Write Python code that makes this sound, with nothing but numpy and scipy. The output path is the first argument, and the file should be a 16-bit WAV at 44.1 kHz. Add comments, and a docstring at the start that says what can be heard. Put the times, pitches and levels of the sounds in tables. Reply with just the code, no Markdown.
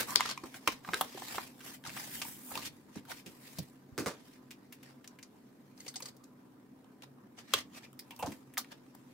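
"""At a wooden desk in a quiet room with a low hum, hands peel open a padded paper mailer, slide out
a folded card, set the mailer and a pocket knife down, slit a seal and unfold the card, all close by.
Sliding paper is shaped noise with small ticks; creases, glue and knife clatter are clumps of tiny breaks.
Rasps, desk thumps and knife touches are noise or blows ringing resonances. The room adds short
noise tails to paper and knife, over steady room noise and fuzzy low tones."""
import sys
import numpy as np
from scipy import signal
from scipy.fft import rfft, irfft, next_fast_len
from scipy.io import wavfile
from scipy.ndimage import uniform_filter1d

SR = 44100
rng = np.random.default_rng(int(sys.argv[2]) if len(sys.argv) > 2 else 0)


def wav_record(signal):
    """Record a signal, one row per channel, as 16-bit PCM in the file named by sys.argv[1]."""
    frames = np.transpose(np.atleast_2d(signal))
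    bounded = np.clip(frames, -1, 1)
    # unit amplitude maps onto the largest positive 16-bit level
    quanta = np.round(bounded * 32767).astype(np.int16)
    wavfile.write(sys.argv[1], SR, quanta)


N = 402633  # length in samples

# Steady room noise. Each row: frequency in Hz, level per Hz in relative dB.
AIR_SPECTRUM = [(12, -57), (20, -20), (48, -38.5), (125, -11), (175, -15.5), (250, -7.5), (320, -11),
                (477, -17.5), (1020, -35), (1170, -32.5), (6880, -49.5), (15100, -43), (16400, -48.5)]
AIR_DB = -61.5  # overall level
# Fuzzy tones of a far machine. Each row: frequency in Hz, width in Hz, level in dB.
HUMS = [(136.2, 6, -69.5), (196, 12, -71), (250, 30, -62.5), (294.4, 14, -72.5), (1002, 3.2, -82)]
# How alike left and right are. Each row: frequency in Hz, likeness from 0 to 1.
LIKENESS = [(60, 0.4), (180, 1), (550, 0.42), (1650, 0.076), (4970, 0), (15000, 0)]

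# Paper slides on paper and skin, one row a stroke. Each row: start of full force in seconds,
# rise, hold and fall in seconds, hiss in dB, sheet rumble in dB over hiss, fizz in dB over hiss.
STROKES = [(0, .01, 0.012, 0.046, -38, -2.5, -6), (0.093, 0.06, 0.037, 0.049, -51.5, -0.5, 2),
           (0.221, 0.089, 0.087, 0.044, -43, -9.5, -39), (0.294, .006, 0.019, 0.011, -56, -9, -32),
           (0.461, 0.039, .005, 0.052, -58.5, 3.5, -4), (0.566, 0.062, 0.0062, 0.038, -59.5, 1, 2.5),
           (0.686, 0.045, 0.04, 0.049, -50.5, -5, -10), (0.87, 0.039, 0.065, .05, -59.5, -1, -3),
           (0.985, 0.1, .005, 0.16, -50.5, -4.5, -3), (1.177, 0.14, 0.053, .1, -58.5, -11, -11),
           (1.354, 0.32, .005, 0.16, -48, -6, -2), (1.679, 0.13, 0.018, 0.059, -54.5, -1, 1),
           (1.743, 0.029, 0.0044, 0.028, -54, -11, 2), (1.852, 0.011, .005, 0.09, -51, 1.5, -15),
           (1.962, 0.082, 0.029, 0.57, -51, -7, 1), (2.138, 0.039, 0.018, .1, -52.5, -18, 8),
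           (2.286, 0.39, 0.021, 0.16, -63.5, -1, 14), (2.508, 0.16, 0.0054, 0.087, -69.5, -7, 22.5),
           (2.541, 0.076, 0.052, 0.063, -54, 1.5, -6), (2.661, 0.098, 0.02, 0.014, -46, -17, -6),
           (2.973, 0.062, 0.0046, 0.039, -57, -2, -11), (3.088, .01, .12, 0.031, -62.5, -18, -1),
           (3.115, 0.037, 0.0076, 0.012, -47, -1, -6), (3.29, 0.043, 0.004, 0.34, -66, -7, 1),
           (3.454, 0.076, 0.14, 0.16, -62.5, -15, -0.5), (4.088, 0.14, 0.026, 0.23, -63.5, 1.5, -24.5),
           (4.267, 0.2, 0.1, 0.046, -71.5, -14.5, -3.5), (4.848, 0.14, 0.076, 0.029, -69, -0.5, -16),
           (5.798, 0.05, 0.11, 0.027, -68, -10, 1), (6.09, 0.17, 0.0044, 0.013, -60, -4.5, 0),
           (7.037, 0.014, 0.0031, 0.01, -55, 1, -26), (7.388, 0.017, .003, 0.033, -51.5, -2, -24),
           (7.587, 0.092, .003, 0.038, -43, -7, -14), (7.778, 0.056, 0.0066, 0.013, -50, -5.5, -10),
           (7.842, 0.03, 0.0059, 0.018, -56, -5, -18), (8.278, 0.25, 0.05, 0.11, -66, 4.5, 1.5),
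           (8.721, 0.02, 0.0035, 0.018, -55, 2, -19)]
EDGES_DB = 20  # how far under full force a stroke is at the start of its rise and the end of its fall
# The hands never rest. Each row: time in seconds, hiss in dB.
FIDGET = [(0, -63.5), (1.7, -80), (1.8, -91), (2.7, -80), (4, -82.5), (5.7, -80.5), (6.4, -85.5),
          (7.35, -89.5), (7.5, -75.5), (8.05, -83), (8.4, -80.5), (8.7, -74.5), (8.8, -79.5), (9.13, -75)]
FIDGET_RUMBLE_DB, FIDGET_FIZZ_DB = -71, -7  # steady level in dB; dB over hiss
# Tone of the sheet's rumble. Each row: frequency in Hz, level per Hz in relative dB.
RUMBLE_SPECTRUM = [(250, -18.5), (500, -3.5), (900, 0), (1700, -9), (3000, -26)]
# Tone of the rubbing hiss. Each row: frequency in Hz, level per Hz in relative dB.
HISS_SPECTRUM = [(700, -36.5), (1800, 3), (3000, 1), (5500, -0.5), (8500, -11.5), (14000, -31.5)]
# Tone of the high fizz. Each row: frequency in Hz, level per Hz in relative dB.
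FIZZ_SPECTRUM = [(4000, -29.5), (7500, -1.5), (10000, -1.5), (14500, 2), (16500, -4)]
# Tone of forearms on the desk top. Each row: frequency in Hz, level per Hz in relative dB.
DESK_SPECTRUM = [(30, -23), (130, -4.5), (280, 4), (550, -30.5)]
CRACKLE_PER_S, CRACKLE_DB = 420, -5.5  # single fibre breaks: average rate; dB over hiss

# Creases and glue let go, and the knife's touches clatter. Each row: start in seconds, peak in dB,
# low ring in Hz, share of the ring in dB, crack in Hz, share of the treble in dB,
# time to fall 60 dB in seconds.
SNAPS = [(0.004, -27.5, 950, -9, 5350, 5, 0.04), (0.106, -35, 1060, -11, 6500, -14, 0.0088),
         (0.1554, -27, 1040, 2, 3980, 1, 0.034), (0.1582, -9.5, 1500, -17, 4600, -15, 0.0066),
         (0.198, -32, 980, 7, 2950, -20, 0.011), (0.207, -19, 1000, -4, 2010, -17, 0.0096),
         (0.226, -41, 2060, -2, 2620, -28, 0.017), (0.256, -31.5, 1180, 12, 2990, -19, 0.024),
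         (0.26, -33.5, 1170, -27, 4400, -16, 0.014), (0.291, -31.5, 1130, -9, 3900, -19, 0.022),
         (0.299, -32, 1100, -19, 4260, -18, 0.025), (0.312, -32, 1110, -13, 4500, -17, 0.016),
         (0.376, -35, 1050, -3.5, 2200, -34, 0.017), (0.437, -41, 1000, 3, 4300, -25, 0.037),
         (0.543, -40, 1450, -2, 2680, -29, 0.05), (0.675, -17, 1030, -5.5, 2300, -13, 0.029),
         (0.848, -41.5, 1310, 23, 2540, -7, 0.021), (0.876, -43, 1030, 11, 2110, -29, 0.033),
         (0.889, -32, 860, 30, 2480, -24, 0.015), (0.935, -22, 1480, 15, 2100, -15, 0.053),
         (0.943, -22, 1610, -2.5, 3840, -11, 0.0097), (1.011, -18, 832, -1, 3260, -1.5, 0.025),
         (1.146, -41.5, 390, 6.5, 2500, -22, 0.031), (1.175, -38.5, 774, 2, 3300, -22, 0.025),
         (1.221, -38, 760, 24, 3620, -21, 0.032), (1.346, -38.5, 766, -1, 2440, -24, 0.033),
         (1.382, -28, 890, 39, 3110, -19, 0.031), (1.606, -46.5, 1670, -6, 2600, -14, 0.048),
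         (1.839, -45.5, 1580, -5, 3300, -12, 0.014), (1.852, -50, 1050, -15, 5500, -12, .012),
         (1.863, -40.5, 1040, -1, 5100, -14, 0.028), (1.871, -38, 1100, -13, 5160, -32, 0.062),
         (1.894, -38.5, 1990, -17, 2090, -27, 0.022), (1.902, -42, 2020, -3, 2100, -27, 0.013),
         (1.967, -38, 990, -1, 2840, -13, 0.035), (1.974, -38.5, 1720, 9, 2840, -13, 0.026),
         (2.15, -44, 1830, -23.5, 6290, 6, .015), (2.217, -30, 1030, -16, 2600, -27, 0.054),
         (2.252, -42, 900, -1, 2000, -20, 0.011), (2.516, -40.5, 850, 13, 6210, -12, 0.028),
         (2.554, -31.5, 840, -10, 2700, -8, 0.024), (2.575, -32, 1060, -5, 4100, -13, 0.025),
         (2.657, -34.5, 1124, -19, 5300, -7, 0.016), (2.958, -46, 695, -3, 5600, -20, 0.032),
         (3.052, -52.5, 1390, -2, 3930, -1, 0.04), (3.117, -36.5, 1400, 1, 2800, -26, 0.024),
         (3.262, -43, 487, -20, 2670, -11, 0.09), (3.586, -34, 578, -11, 5000, -4.5, 0.048),
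         (3.979, -28, 1240, -4.5, 4500, -8.5, 0.18), (4.061, -27, 1127, -2, 3100, -15, 0.19),
         (4.508, -42.5, 1954, -37, 2590, -9, 0.092), (4.725, -42, 1830, -35.5, 2510, -3, 0.079),
         (4.83, -49.5, 524, -16, 2500, -7, 0.062), (5.044, -47.5, 1860, -8, 3020, -7, 0.048),
         (5.076, -42, 554, -33, 6440, -10, 0.024), (5.188, -48.5, 1764, -6.5, 2400, -6, 0.044),
         (5.228, -44, 2090, -15, 5600, -18.5, 0.05), (5.777, -53.5, 815, -18, 5370, -16.5, 0.021),
         (5.864, -44, 570, -9, 2560, -26, 0.049), (5.88, -38.5, 1080, -20, 4800, -32, 0.04),
         (5.941, -46, 1480, -11, 3900, -4, 0.056), (5.958, -35.5, 740, -16, 4800, -24, 0.056),
         (6.003, -43, 1010, -3.5, 2410, 0.5, 0.03), (6.023, -40.5, 480, -12, 4740, -26, 0.036),
         (6.057, -41.5, 1080, -13, 4760, -27, 0.032), (6.086, -46, 530, -17, 4700, -23, 0.025),
         (6.166, -55, 506, -1, 6630, -1, 0.045), (6.239, -54, 517, -17, 6720, -7, 0.05),
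         (6.844, -59.5, 781, -2, 3000, -14, 0.019), (7.022, -46, 555, -16, 2920, -14, 0.02),
         (7.537, -16, 1100, -11, 3230, -12, 0.025), (7.93, -52, 1310, -5, 3020, 2.5, 0.012),
         (7.992, -38.5, 2050, -17, 5070, -2, 0.056), (8.108, -41.5, 885, -10.5, 2720, -8.5, 0.043),
         (8.163, -48, 1050, -17, 5800, -2, 0.017), (8.192, -41, 880, -5, 2760, 1.5, 0.1),
         (8.226, -34.5, 760, -1, 2400, -16, 0.055), (8.261, -37, 530, -0.5, 4970, -30, 0.099),
         (8.27, -40, 950, 1, 3500, -20, 0.033), (8.32, -43, 830, -14, 2060, -15, 0.063),
         (8.538, -47.5, 2050, -3, 2740, 6.5, 0.03), (8.572, -31, 1780, 16, 2270, 4, 0.029),
         (8.578, -23.5, 950, -11, 5200, -1.5, 0.085), (8.645, -50, 2087, 0, 2100, -20, 0.021),
         (8.95, -48.5, 854, 3.5, 5630, 7, 0.023)]
# Spans where the clumps ring in narrower bands. Each row: start in seconds, end in seconds.
NARROW_SPANS = [(.05, .14), (5.87, 6.1), (7.9, 8.2)]
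# Resonance width as a share of its frequency: in those spans, elsewhere, and extra per second of clump.
NARROW_DAMPING, DAMPING, DAMPING_PER_S = 0.17, 0.22, 4
FIRST_PUSH = 7  # size of the first break in a clump that takes 0.039 s to fall 60 dB
RISE_SHARE, LONGEST_RISE_S = 0.039, 0.003  # a clump builds up over this share of its fall time, at most this long

# Paper rubs on glue or blade and the sheet sings in one band. Each row: start in seconds,
# end in seconds, frequency in Hz, width in Hz, level in dB.
RASPS = [(.074, .152, 1080, 250, -44.5), (7.741, 7.79, 2500, 350, -57), (7.829, 7.87, 2430, 350, -61)]

# Hands, mailer and knife land on the desk. Each row: start in seconds, peak in dB, pitch in Hz,
# time to fall 60 dB in seconds.
THUMPS = [(0.158, -39.5, 418, 0.062), (0.432, -40.5, 266, 0.11), (0.673, -35, 302, 0.06),
          (0.884, -42, 179, 0.11), (0.929, -39.5, 384, 0.17), (1.009, -45, 199, 0.1),
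          (1.377, -41, 375, 0.031), (1.869, -48, 117, 0.17), (2.564, -43, 243, 0.13),
          (2.957, -37, 196, 0.15), (3.26, -45.5, 218, 0.25), (3.581, -35.5, 134, 0.13),
          (3.918, -50.5, 79.5, 0.074), (3.977, -33, 278, 0.23), (4.059, -33, 427, 0.2),
          (4.06, -38, 191, 0.15), (7.535, -34.5, 436, 0.13), (8.225, -32.5, 625, 0.16),
          (8.235, -42, 131, 0.31), (8.272, -36.5, 250, 0.24)]

# Ringing tones of the knife's handle. Each row: frequency in Hz, relative level in dB,
# time to fall 60 dB in seconds.
HANDLE = [(950, 3, 0.032), (2670, -6, 0.035)]
# Ringing tones of the knife's blade. Each row: frequency in Hz, relative level in dB,
# time to fall 60 dB in seconds.
BLADE = [(2060, -11, 0.033), (4520, -6, 0.035), (5200, -8, 0.023), (6340, 4, 0.014), (7970, 3.5, .02)]
# Touches of the handle. Each row: start in seconds, peak in dB, time for the rattle to fall 60 dB in seconds.
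HANDLE_TAPS = [(8.109, -50, 0.16), (8.195, -41.5, 0.19)]
# Touches of the blade. Each row: start in seconds, peak in dB, time for the rattle to fall 60 dB in seconds.
BLADE_TAPS = [(5.803, -44.5, .02), (5.883, -38, 0.041), (5.959, -36.5, 0.058), (6.023, -41, .04),
              (6.057, -41, 0.027), (6.084, -52, .02)]

# How fast the room's answer dies. Each row: frequency in Hz, time to fall 60 dB in seconds.
ROOM_DECAY = [(200, 0.82), (530, 0.095), (1400, 0.13), (3700, 0.15), (9700, 0.085)]
EDGE_HZ = 15800  # top of the sound's range


def gain_of(db):
    """Turns decibels into gain."""
    return 10 ** (np.asarray(db) / 20)


def evened(x):
    """Scales a sound to an average (rms) strength of 1."""
    return x / np.sqrt(np.mean(x ** 2) + 1e-20)


def loudest(x, size):
    """Finds the strongest rms over any stretch of this many samples, both channels together."""
    return np.sqrt(uniform_filter1d((x ** 2).mean(0), size=size).max())


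def read(points, hz):
    """Reads a curve between its points, on a log-frequency axis."""
    f, value = np.transpose(points)
    return np.interp(np.log(hz + 1), np.log(f + 1), value)


def add(mix, s, sound):
    """Mixes a sound in at s seconds."""
    part = mix[:, max(round(s * SR), 0):][:, :sound.shape[1]]
    part += sound[:, :part.shape[1]]


def ring(x, hz, width):
    """Lets a sound ring one resonance; a narrow width rings longer."""
    r = np.exp(-np.pi * abs(width) / SR)
    return signal.lfilter([1, -1], [1, -2 * r * np.cos(2 * np.pi * hz / SR), r * r], x)


def paired(a, b, same):
    """Builds left and right so that the right is as like the left as asked, the rest being b."""
    return np.array([a, same * a + np.sqrt(1 - same ** 2) * b])


def colour(x, points):
    """Gives both channels a spectrum, alike mainly in the bass."""
    size = next_fast_len(N)
    hz = np.fft.rfftfreq(size, 1 / SR)
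    same = np.clip(read(LIKENESS, hz), 0, 1)
    z = paired(rfft(x[0], size), rfft(x[1], size), same) * gain_of(read(points, hz))
    return evened(irfft(z, size)[:, :N])


def air():
    """Steady room noise, plus noise through narrow resonances for the fuzzy low tones."""
    hums = np.zeros((2, N))
    channel_mix = np.array([[1, -0.071], [1, -0.25]])  # the tones are nearly alike left and right
    for hz, width, db in HUMS:
        noise = channel_mix @ rng.standard_normal((2, N))
        hums += gain_of(db) * evened(ring(ring(noise, hz, width), hz, 2 * width))
    return gain_of(AIR_DB) * colour(rng.standard_normal((2, N)), AIR_SPECTRUM) + hums


def force():
    """Gains of hiss, rumble and fizz: the restless hands plus every stroke's rise, hold and fall."""
    t = np.arange(0, N + 64, 64) / SR
    hiss_db = np.interp(t, *np.transpose(FIDGET))
    power = gain_of([hiss_db, FIDGET_RUMBLE_DB + 0 * t, hiss_db + FIDGET_FIZZ_DB]) ** 2
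    for s, rise, hold, fall, db, rumble_db, fizz_db in STROKES:
        before = np.maximum(s - t, 0) / max(rise, 1e-3)
        after = np.maximum(t - s - abs(hold), 0) / max(fall, 1e-3)
        shares_db = np.array([[0], [rumble_db], [fizz_db]])
        power = power + gain_of(db - EDGES_DB * (before + after) + shares_db) ** 2
    return [np.interp(np.arange(N) / SR, t, np.sqrt(p)) for p in power]


def crackle():
    """Separate fibre breaks of uneven size, each a tick at one of several pitches and sides."""
    happens = rng.random(N) < CRACKLE_PER_S / SR
    size = gain_of(3.6 * np.minimum(rng.exponential(1, N), 4)) * happens
    pitches = np.geomspace(900, 9000, num=12)
    kind, out = rng.integers(0, len(pitches), N), np.zeros((2, N))
    for k, hz in enumerate(pitches):
        side = rng.uniform(-1.1, 1.0)
        sides = np.array([[1, side], [side, 1]])[k % 2][:, None]
        out += sides * ring(size * (kind == k), hz, 0.49 * hz) * np.sqrt(hz)
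    return evened(out)


def slide():
    """Rubbing paper: dense noise for the fibres, with small bursts and a force that wavers fast."""
    hiss, rumble, fizz = force()
    waver = uniform_filter1d(uniform_filter1d(rng.standard_normal(N), size=300), size=300)
    force_db = 1.6 * evened(waver)
    bursts = gain_of(2.06 * np.minimum(rng.exponential(1, N), 4)) * (rng.random(N) < 300 / SR)
    burst_tails = signal.lfilter([1], [1, -.97], bursts)
    fibres = rng.standard_normal((2, N)) * (1 + 0.41 * burst_tails)
    layers = hiss * colour(fibres, HISS_SPECTRUM)
    layers += rumble * colour(fibres, RUMBLE_SPECTRUM)
    layers += fizz * colour(fibres, FIZZ_SPECTRUM)
    layers += (hiss + fizz) * gain_of(-15) * colour(fibres, DESK_SPECTRUM)  # forearms drag on the desk top
    layers += hiss * gain_of(CRACKLE_DB) * crackle()
    # random patches of time and pitch make the rubbing noise louder or softer
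    _, _, z = signal.stft(layers, SR, nperseg=256)
    patches = uniform_filter1d(rng.standard_normal(z.shape[1:]), size=2, axis=0)
    patches = uniform_filter1d(patches, size=12)
    patchy = signal.istft(z * gain_of(2.6 * evened(patches)), SR, nperseg=256)[1][:, :N]
    return gain_of(force_db) * patchy


def damping_at(s, t60):
    """Clumps ring in narrower bands in some spans; elsewhere broader, more so in long clumps."""
    narrow = any(a < s < b for a, b in NARROW_SPANS)
    return NARROW_DAMPING if narrow else DAMPING + DAMPING_PER_S * t60


def snap(peak_db, hz, ring_db, crack_hz, treble_db, t60, damping):
    """A clump of tiny breaks: a short low ring, a bright crack and a spray of treble."""
    t = np.arange(4096) / SR
    noise, sizes, other = rng.standard_normal((3, len(t)))
    rise = np.minimum(t / np.clip(RISE_SHARE * t60, 1 / SR, LONGEST_RISE_S), 1)
    fade = gain_of(-60 * t / np.clip(t60, .004, .2)) * rise
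    lumps = gain_of(3.27 * evened(uniform_filter1d(sizes, size=30)))  # breaks come in bunches
    alike = np.array([noise, noise + 0.67 * other]) * lumps * fade  # long waves reach both sides alike
    apart = np.array([noise, 0.16 * noise + other]) * lumps * fade
    # the first break is one sudden jolt, harder in long clumps
    push = FIRST_PUSH * np.sqrt(abs(t60) / 0.039)
    alike[:, 0] += push
    apart[:, 0] += push * np.array([.8, .4])
    damping = np.clip(damping, .04, 1.2)
    low_ring = ring(ring(alike, hz, damping * hz), hz, 2.0 * hz)
    crack = evened(ring(apart, crack_hz, damping * crack_hz))
    crack = crack + 2.2 * damping * evened(ring(apart, 5000, 5200))
    crack = signal.sosfilt(signal.butter(1, 8000, fs=SR, output="sos"), crack)
    treble = signal.sosfilt(signal.butter(2, 6000, "high", fs=SR, output="sos"), apart)
    out = gain_of(ring_db) * evened(low_ring)
    out = out + gain_of(-4.0) * evened(crack) + gain_of(treble_db) * evened(treble)
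    return gain_of(peak_db) * out / loudest(out, 44)


def rasp(length, hz, width, level_db):
    """Uneven slips of rubbing paper drive one resonance of the sheet."""
    t = np.arange(0, length, 1 / SR)
    noise, grip, other = rng.standard_normal((3, len(t)))
    grip_db = 4.0 * evened(uniform_filter1d(grip, size=300))
    slips = np.array([noise, noise + .5 * other]) * gain_of(grip_db)
    song = evened(ring(ring(slips, hz, width), hz, 2 * width))
    return gain_of(level_db) * song * np.sqrt(np.sin(np.pi * t / length))


def thump(peak_db, hz, t60):
    """A soft push shakes the desk top in a blurred low ring and sways the frame, more for deep pitches."""
    t = np.arange(12000) / SR
    fade = gain_of(-60 * t / np.clip(t60, .02, .4)) * np.minimum(t / 0.0034, 1)
    push, other = rng.standard_normal((2, 2, len(t))) * fade
    top, frame = np.array([push, push + 0.75 * other]).transpose(1, 0, 2)  # each with left and right
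    shake = evened(ring(ring(top, hz, 0.6 * hz), hz, hz))
    sway = evened(ring(ring(frame, 92, 86), 92, 86))
    shake = shake + 0.19 * (230 / hz) ** 0.5 * sway
    return gain_of(peak_db) * shake / loudest(shake, 150)


def knife(modes, peak_db, t60):
    """A blow and a short rattle of bounces ring the knife's own tones."""
    t = np.arange(6000) / SR
    chance, sizes = rng.random(len(t)), rng.standard_normal(len(t))
    bounces = sizes * (chance < 900 / SR) * 2.2
    blows = (bounces + (t == 0)) * gain_of(-60 * t / np.clip(t60, .005, .2))
    out = np.zeros((2, len(t)))
    for hz, db, dies in modes:
        turn = 2 * np.pi * hz * t + np.array([[0], [hz / 3000]])  # short waves reach the sides out of step
        tone = gain_of(db - 60 * t / max(dies, .005)) * np.sin(turn)
        out += signal.fftconvolve(blows[None], tone, axes=1)[:, :len(t)]
    return gain_of(peak_db) * out / loudest(out, 44)


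def room(x):
    """Desk, arms and walls answer with noise tails, each band dying at its own speed."""
    hz, t, (a, b) = signal.stft(rng.standard_normal((2, SR // 2)), SR, nperseg=128)
    same = np.clip(read(LIKENESS, hz), 0, 1)[:, None]
    fade = gain_of(-60 * t / read(ROOM_DECAY, hz)[:, None])
    tail = signal.istft(paired(a, b, same) * fade, SR, nperseg=128)[1]
    tail = tail * np.clip(np.arange(tail.shape[1]) / SR / .006, 0, 1)  # builds up over 6 ms
    tail = tail / np.linalg.norm(tail, axis=1, keepdims=True)
    return signal.fftconvolve(x, tail, axes=1)[:, :N]


def scene():
    """Paper, knife and desk sounds, the room's answer to paper and knife, and the room noise."""
    near, desk = slide(), np.zeros((2, N))
    for s, *row in SNAPS:
        add(near, s, snap(*row, damping_at(s, row[-1])))
    for s, end, *row in RASPS:
        add(near, s, rasp(end - s, *row))
    for s, *row in THUMPS:
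        add(desk, s, thump(*row))
    for modes, taps in ((HANDLE, HANDLE_TAPS), (BLADE, BLADE_TAPS)):
        for s, *row in taps:
            add(near, s, knife(modes, *row))
    wet = gain_of(-10) * room(near)
    return near + wet + desk + air()


def record(dry):
    """Cuts off everything above the top of the range with a steep low-pass filter."""
    lowpass = signal.firwin(255, EDGE_HZ, window=("kaiser", 7), fs=SR)
    return signal.oaconvolve(dry, lowpass[None], "same")


dry = scene()
out = record(dry)
wav_record(out)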